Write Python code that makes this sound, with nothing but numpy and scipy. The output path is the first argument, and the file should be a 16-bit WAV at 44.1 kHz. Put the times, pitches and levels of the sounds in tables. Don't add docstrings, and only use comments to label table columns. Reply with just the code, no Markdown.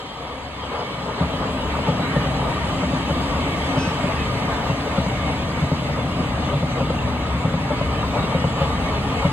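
import sys
import numpy as np
from scipy import signal
from scipy.fft import rfft, irfft, next_fast_len
from scipy.io import wavfile
from scipy.ndimage import uniform_filter1d

SR = 44100
rng = np.random.default_rng(int(sys.argv[2]) if len(sys.argv) > 2 else 0)


def dump_mix(stems):
    frames = np.atleast_2d(stems).T
    limited = np.clip(frames, -1, 1)
    pcm = np.round(limited * 32767).astype(np.int16)
    wavfile.write(sys.argv[1], SR, pcm)


N = 411012
WINDOW, HOP = 2048, 512
BINS = np.fft.rfftfreq(WINDOW, 1 / SR)
FRAMES = np.arange(N // HOP + 5) * HOP / SR
TIME = np.arange(N) / SR

# (frequency [Hz], lead [rad])
PORT_LEAD = [(100, 0), (600, -.15), (800, -.45), (1100, -.45), (1500, 0), (1950, 2.1), (2700, 4.9),
             (3500, 4.6), (4300, 2.8), (5500, 3.2), (7000, 5), (8800, 6.5), (11500, 9.4), (14500, 12.6)]
# (frequency [Hz], level difference [dB])
PORT_TILT = [(60, .9), (260, 1), (380, 1.6), (550, 3.4), (790, 4.7), (1140, 1.2), (1650, -1.7),
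             (2300, -2.3), (3300, 1), (5000, .3), (15000, 0)]
# (time [s], thud [dB before trim], clang [dB before trim])
AXLE_HITS = [(1.202, -14, -25.5), (1.329, -24, -26), (1.875, -12.5, -19.5), (1.99, -18.5, -24.5),
             (2.156, -16, -21), (2.252, -20, -25.5), (2.823, -17.5, -23.5), (2.925, -16.5, -25),
             (3.098, -16, -23), (3.196, -25, -28), (3.765, -13.5, -22.5), (3.867, -19, -26),
             (4.032, -18, -26), (4.129, -26, -27), (4.688, -14, -24), (4.779, -26, -33),
             (4.973, -14.5, -20.5), (5.056, -18, -26.5), (5.614, -12.5, -29), (5.71, -14, -23),
             (5.89, -18, -26.5), (5.98, -24, -22.5), (6.531, -13.5, -23.5), (6.621, -15, -23.5),
             (6.801, -17.5, -20.5), (6.895, -24, -19.5), (7.443, -14, -25), (7.533, -14.5, -23),
             (7.706, -19, -19), (7.805, -28, -21.5), (8.343, -13, -20.5), (8.435, -13.5, -21),
             (8.607, -14.5, -20), (8.697, -26, -27), (9.242, -12, -19.5)]
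# (time [s], boom [dB before swells], rumble [dB before trim], drone [dB before trim])
GROUND_LEVELS = [(0, -46, -46, -43.5), (.45, -38, -45.5, -44), (.95, -41, -41, -40), (1.4, -35, -36.5, -35),
                 (2.1, -39.5, -30, -33), (3, -37, -35, -30), (4.6, -39.5, -32.5, -33),
                 (5.7, -39.5, -31.5, -33.5), (7.4, -37.5, -32, -33), (8.4, -36.5, -32, -33.5),
                 (9.32, -37.5, -33.5, -35)]


def gain_of(db):
    return 10 ** (np.asarray(db) / 20)


def evened(x):
    return x / np.sqrt(np.mean(x ** 2) + 1e-20)


def read(points, hz):
    f, value = np.transpose(points)
    return np.interp(np.log(hz + 1), np.log(f + 1), value)


def spectrum(points, hz):
    nearest = np.clip(hz + 1, points[0][0], points[-1][0])
    octaves_out = abs(np.log2((hz + 1) / nearest))
    return read(points, hz) - 20 * octaves_out


def level(rows, order=1):
    columns = np.transpose(rows)
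    return gain_of(np.interp(TIME, columns[0], columns[order]))


def add(mix, s, sound):
    part = mix[round(s * SR):][:len(sound)]
    part += sound[:len(part)]


def wander(size):
    smooth = uniform_filter1d(rng.standard_normal(N), size)
    return evened(uniform_filter1d(smooth, size))


def patches(size):
    field = rng.standard_normal((len(FRAMES), len(BINS)))
    field = uniform_filter1d(field, size[0], axis=0)
    return evened(uniform_filter1d(field, size[1], axis=1))


def rings(modes, drift, flare_db):
    power = 0
    for hz, width_hz, db in modes:
        slide = np.interp(FRAMES, TIME, wander(size=SR // 2))
        swell = np.interp(FRAMES, TIME, wander(size=SR // 5))
        off_hz = BINS - hz * (1 + drift * slide[:, None])
        peak = gain_of(db + flare_db * swell[:, None]) ** 2
        power = power + peak / (1 + (off_hz / width_hz) ** 2 * 2) ** 2
    return power


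def spread_noise(spectrum_db, flutter_db, streak_db):
    # (frequency [Hz], coherence [0-1])
    coherence = [(60, .97), (250, .985), (400, .92), (550, .94), (790, .78), (1300, .78), (1750, .48),
                 (2300, .42), (3000, .62), (4000, .35), (5300, .9), (7000, .8), (11000, .9), (15000, .8)]
    linger_db = 0.93
    a, b, c, d = rng.standard_normal((4, len(FRAMES), len(BINS)))
    same = np.clip(read(coherence, BINS), 0, 1)
    left, other = a + 1j * b, c + 1j * d
    right = same * left + np.sqrt(1 - same ** 2) * other
    right = right * np.exp(-1j * read(PORT_LEAD, BINS))
    lean = gain_of(read(PORT_TILT, BINS) / 2)
    field_db = spectrum_db + flutter_db * patches(size=(5, 50))
    field_db = field_db + streak_db * patches(size=(4, 3))
    field_db = field_db + linger_db * patches(size=(120, 2))
    z = np.array([left * lean, right / lean]) * gain_of(field_db)
    _, noise = signal.istft(z.swapaxes(1, 2), nperseg=WINDOW, noverlap=WINDOW - HOP)
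    return evened(noise[:, :N])


def at_ports(x):
    size = next_fast_len(N + WINDOW)
    hz, z = np.fft.rfftfreq(size, 1 / SR), rfft(x, size)
    lean = gain_of(read(PORT_TILT, hz) / 2)
    right = z / lean * np.exp(-1j * read(PORT_LEAD, hz))
    return irfft(np.array([z * lean, right]), size)[:, :N]


def cutting(x, t60=0.41, wet_db=-11):
    t = np.arange(SR // 2) / SR
    taps = rng.standard_normal((2, len(t))) * gain_of(-60 * t / t60) * (t > .015)
    tail = taps[0] + 0.1 * np.array([taps[1], -taps[1]])
    tail = tail / np.linalg.norm(tail[0])
    return gain_of(wet_db) * signal.fftconvolve(x[None], tail, axes=1)[:, :N]


def swells(stretches, leading, harshness):
    coach_s = 0.913
    times, _, clang_db = np.transpose(AXLE_HITS)
    weights = gain_of(harshness * (clang_db - clang_db.mean()))
    weights[0] = leading
    times = np.append(times, times[-4:] + coach_s)
    weights = np.append(weights, weights[-4:])
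    since_s = FRAMES[:, None] - times
    total_db = sum(db * np.exp(-((since_s - s) / half_s) ** 2) @ weights for s, half_s, db in stretches)
    return np.interp(TIME, FRAMES, total_db)


def blow(modes, contact_s, grit, scatter, spread):
    t = np.arange(SR // 4) / SR
    push = (t / contact_s) ** 2 * np.exp(-t / contact_s)
    sound = np.zeros(len(t))
    for hz, db, t60 in modes:
        roughness = evened(uniform_filter1d(rng.standard_normal(len(t)), size=180))
        swing = signal.fftconvolve(push * (1 + grit * roughness), gain_of(-60 * t / t60))[:len(t)]
        turns = hz * (1 + scatter * rng.normal()) * (t - 3 * contact_s) + spread * rng.normal()
        sound += gain_of(db) * swing / abs(swing).max() * np.sin(2 * np.pi * turns)
    return sound / np.sqrt(uniform_filter1d(sound ** 2, size=900).max())


def rolling():
    # (time [s], roar [dB before trim], hiss [dB before trim])
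    pass_levels = [(0, -39, -43.5), (.55, -39, -43.5), (1.3, -35, -39), (2.2, -33, -36.5), (3, -34, -36),
                   (3.7, -32.5, -35.3), (4.7, -33.8, -36), (5.7, -35.5, -37.5), (7.5, -36.5, -39),
                   (8.2, -34.5, -37.5), (9.32, -33.5, -36)]
    # (time [s], level [dB])
    sing_levels = [(0, -42.5), (.5, -45.5), (.8, -39.5), (1.8, -44.5), (3, -44.5), (5.5, -49), (9.3, -52)]
    # (frequency [Hz], relative density [dB/Hz])
    rumble_spectrum = [(70, -26), (90, -11.5), (99, -10), (113, -24), (128, 1), (150, -1.5), (175, -1.5),
                       (205, -4), (240, -9.5), (330, -25)]
    drone_spectrum = [(150, -18.5), (215, -6.5), (240, -6), (262, 5), (280, -0.5), (305, -5), (350, -10),
                      (450, -23), (800, -57)]
    roar_spectrum = [(200, -29), (350, -12.5), (430, -1), (510, -2), (570, 0), (680, -3), (790, -3.5),
                     (940, -1.5), (1050, -5), (1230, -1), (1330, -11), (1480, -15), (2000, -17),
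                     (4000, -54)]
    hiss_spectrum = [(700, -33), (1400, -3.5), (2000, 0.5), (2700, -0.5), (3500, -4), (4400, -9),
                     (5500, -15), (7000, -16.5), (8400, -19), (10000, -23.5), (11500, -37.5), (14000, -29),
                     (15500, -34.5)]
    # (frequency [Hz], width [Hz], relative level [dB])
    wheel_modes = [(2195, 130, 3.5), (3037, 180, 0), (3500, 40, -1), (3860, 80, 1), (4830, 110, 2)]
    rail_modes = [(2200, 160, -13), (3030, 190, -2), (3230, 190, 0), (3600, 200, -9), (3930, 190, -6),
                  (4250, 200, -10), (4850, 200, -13)]
    # (time after the joint [s], half length [s], roar swell [dB before weight])
    rough_rail = [(-0.928, 0.064, 1), (-0.569, 0.049, 1.12), (-0.418, 0.067, 1.5), (-0.11, 0.031, 1.2),
                  (-0.0043, 0.042, 0.95)]
    # (time after the joint [s], half length [s], swell [dB before weight])
    slack = [(-.012, .022, -3)]
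    # (time [s], swell [dB])
    surges = [(0.73, 4.5), (1.43, 2.5), (2.46, 2), (4.11, 1), (4.52, 3), (5.29, 3.5), (8.17, 5)]
    surge_half_s, hiss_share = 0.031, 0.2

    rough_db = swells(rough_rail, leading=3.5, harshness=1)
    for s, db in surges:
        rough_db = rough_db + db * np.exp(-((TIME - s) / surge_half_s) ** 2)

    rumble = spread_noise(spectrum(rumble_spectrum, BINS), flutter_db=0.2, streak_db=0.0)
    rumble *= gain_of(4.0 + swells(slack, leading=0.89, harshness=0)) * level(GROUND_LEVELS, order=2)

    drone = spread_noise(spectrum(drone_spectrum, BINS), flutter_db=-0.5, streak_db=-0.83)
    drone *= gain_of(1.5) * level(GROUND_LEVELS, order=3)

    roar = spread_noise(spectrum(roar_spectrum, BINS), flutter_db=0.55, streak_db=2.0)
    roar *= gain_of(4.0 + rough_db) * level(pass_levels, order=1)

    wheel_power = rings(wheel_modes, drift=.008, flare_db=2)
    wheels_db = spectrum(hiss_spectrum, BINS) + 10 * np.log10(1 + wheel_power)
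    hiss = spread_noise(wheels_db, flutter_db=0.87, streak_db=3.0)
    hiss *= gain_of(3.5 + hiss_share * rough_db) * level(pass_levels, order=2)

    rails_db = 10 * np.log10(rings(rail_modes, drift=0, flare_db=1.0))
    sing = level(sing_levels) * spread_noise(rails_db, flutter_db=2.0, streak_db=4.0)
    return rumble + drone + roar + hiss + sing


def axles():
    # (clang delay [s], contact time constant [s], clang trim [dB])
    contacts = [(-.005, .0048, -3), (.0045, .001, -1.4)]
    # (frequency before scatter [Hz], relative level [dB], t60 [s])
    sleeper_modes = [(86.8, -5, 0.23), (137.7, -4.5, 0.32), (165.2, 3.5, 0.079), (206, -17.5, 0.072),
                     (268.6, -7.5, .12)]
    rail_modes = [(469, -2.5, 0.026), (563, 7, 0.037), (650, -2, 0.028), (910, 1.5, 0.015),
                  (1300, -3.5, 0.011), (1850, -15, .01), (2810, -16, 0.0093)]
    out = np.zeros(N)
    for k, (s, thud_db, clang_db) in enumerate(AXLE_HITS):
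        delay_s, contact_s, trim_db = contacts[k % 2]
        thud = blow(sleeper_modes, contact_s=.0036, grit=.3, scatter=.045, spread=.06)
        add(out, s + .001, gain_of(thud_db - 3.8) * thud)
        clang = blow(rail_modes, contact_s=contact_s, grit=.7, scatter=.035, spread=.25)
        add(out, s + delay_s, gain_of(clang_db + trim_db) * clang)
    return at_ports(out) + cutting(out, t60=0.27, wet_db=-24.5)


def boom(scattered_db=-19):
    # (frequency [Hz], relative density [dB/Hz])
    boom_spectrum = [(20, -42), (30, -28), (41, -13.5), (54, -12), (63, -5), (71, -3.5), (80, -7),
                     (100, -12), (125, -13.5), (200, -27)]
    # (time after the joint [s], half length [s], swell [dB])
    soft_track = [(0, 0.17, 2), (.41, 0.16, 4), (.52, .06, 1.25)]
    hz = np.fft.rfftfreq(N, 1 / SR)
    shaped = rfft(rng.standard_normal((2, N))) * gain_of(spectrum(boom_spectrum, hz))
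    sway, scattered = signal.hilbert(irfft(shaped, N))
    steady = sway / np.sqrt(abs(sway) + abs(sway).mean())
    direct = at_ports(evened(steady.real))
    opposed = gain_of(scattered_db) * np.outer([1, -1], evened(scattered.real))
    swell = gain_of(swells(soft_track, leading=1, harshness=0))
    return level(GROUND_LEVELS, order=1) * swell * (direct + opposed)


def rasps():
    # (time of peak [s], half length [s], centre [Hz], half width [Hz], level [dB])
    bursts = [(.765, .04, 1000, 500, -31), (.85, .08, 2235, 22, -44), (1.2, .035, 1150, 450, -32),
              (1.38, .1, 3895, 35, -50), (1.45, .04, 1400, 400, -36), (1.72, .02, 3300, 900, -40),
              (1.885, .025, 3300, 900, -38), (2.05, .15, 3895, 30, -47), (2.12, .11, 1750, 500, -33.5),
              (3.35, .04, 1050, 250, -30), (3.48, .03, 2200, 400, -36), (3.65, .07, 3895, 30, -48),
              (4.55, .04, 1600, 300, -37), (4.58, .06, 3790, 30, -46), (4.94, .04, 1050, 300, -30),
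              (4.99, .03, 3200, 700, -39), (5.25, .09, 2235, 35, -41), (6.2, .45, 2180, 60, -45),
              (6.42, .07, 3490, 22, -44.5), (6.9, .06, 4885, 60, -52), (7.67, .06, 2175, 35, -43),
              (8.23, .15, 3812, 25, -46), (8.62, .04, 3100, 700, -39), (9.25, .07, 4888, 35, -50)]
    power = 0
    for s, half_s, hz, width_hz, db in bursts:
        band = np.exp(-((BINS - hz) / width_hz) ** 2)
        envelope = np.exp(-((FRAMES - s) / half_s) ** 2)
        power = power + gain_of(db) ** 2 * np.outer(envelope, band / band.sum())
    rms = np.sqrt(power.sum(1).mean())
    return rms * spread_noise(10 * np.log10(power + 1e-20), flutter_db=2, streak_db=4.0)


def squeals_and_whistles():
    # (time of peak [s], half length [s], pitch [Hz], level [dB])
    squeals = [(3.845, .075, 512, -38)]
    single_tones = [(3.705, .035, 6080, -51), (3.835, .062, 2562, -35.5), (4.208, .032, 2562, -37),
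                    (4.72, .08, 6050, -58.5), (6.44, .05, 6158, -56), (6.55, .08, 13850, -65),
                    (6.712, .032, 6120, -52.5), (8.1, .07, 13620, -58), (8.88, .25, 8705, -61)]
    # (multiple of the pitch [-], relative level [dB])
    overtones = [(3, 0), (5, -10), (6, -10), (9, -9), (10, -8), (11, -9.5), (12, -11)]
    flutter_db = 1.3
    out = np.zeros(N)
    for rows, tones, waver in (squeals, overtones, .0055), (single_tones, [(1, 0)], .0012):
        warped_s = np.cumsum(1 + waver * wander(size=400)) / SR
        for s, half_s, hz, db in rows:
            near = abs(TIME - s) < 3 * half_s
            stack = 0
            for k, tone_db in tones:
                flutter = flutter_db * np.sqrt(k) * wander(size=700)[near]
                stack = stack + gain_of(tone_db + flutter) * np.sin(2 * np.pi * k * hz * warped_s[near])
            envelope = np.exp(-((TIME[near] - s) / half_s) ** 4)
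            out[near] += gain_of(db) * evened(stack) * envelope
    ahead = np.array([out, np.roll(out, 2)])
    return ahead + cutting(out, t60=.45, wet_db=-11)


def knocks():
    # (time [s], pitch before scatter [Hz], level [dB])
    hits = [(.79, 520, -29), (1.245, 165, -25), (1.751, 1160, -27), (6.2, 185, -22), (6.475, 185, -23),
            (8.027, 1210, -28), (8.036, 1000, -26), (9.072, 907, -28)]
    # (multiple of the pitch [-], relative level [dB])
    knock_modes = [(.52, 0), (.8, -16), (1, 5), (1.35, -4)]
    t60_cycles = 14
    out = np.zeros(N)
    for s, hz, db in hits:
        modes = [(hz * ratio, mode_db, t60_cycles / hz) for ratio, mode_db in knock_modes]
        add(out, s, gain_of(db) * blow(modes, contact_s=.0011, grit=.8, scatter=.03, spread=.15))
    return at_ports(out) + cutting(out, t60=.25, wet_db=-19)


def clink():
    # (frequency before scatter [Hz], relative level [dB], t60 [s])
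    steel_modes = [(2400, -9, .025), (2620, -5, .02), (2780, 7, 0.017), (3090, -6, .013)]
    at_s, level_db = 6.986, -32
    out = np.zeros(N)
    hit = blow(steel_modes, contact_s=.0008, grit=.5, scatter=.005, spread=.1)
    add(out, at_s, gain_of(level_db) * hit)
    return at_ports(out) + cutting(out, t60=.3, wet_db=-18)


def spark():
    at_s, snap_db, t60_s, low_hz = 1.53, -42, .018, 8000
    t, out = np.arange(SR // 20) / SR, np.zeros(N)
    burst = rng.standard_normal(len(t)) * gain_of(-60 * t / t60_s)
    highpass = signal.butter(2, low_hz, "highpass", fs=SR, output="sos")
    add(out, at_s, gain_of(snap_db) * signal.sosfilt(highpass, burst))
    return at_ports(out)


def scene():
    train = rolling() + axles() + boom() + rasps()
    return train + squeals_and_whistles() + knocks() + clink() + spark()


def record(dry):
    low_cut_hz, edge_hz = 34, 15400
    highpass = signal.butter(3, low_cut_hz, "highpass", fs=SR, output="sos")
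    lowpass = signal.firwin(511, edge_hz, window=("kaiser", 9), fs=SR)
    return signal.oaconvolve(signal.sosfilt(highpass, dry), lowpass[None], "same")


dry = scene()
out = record(dry)
dump_mix(out)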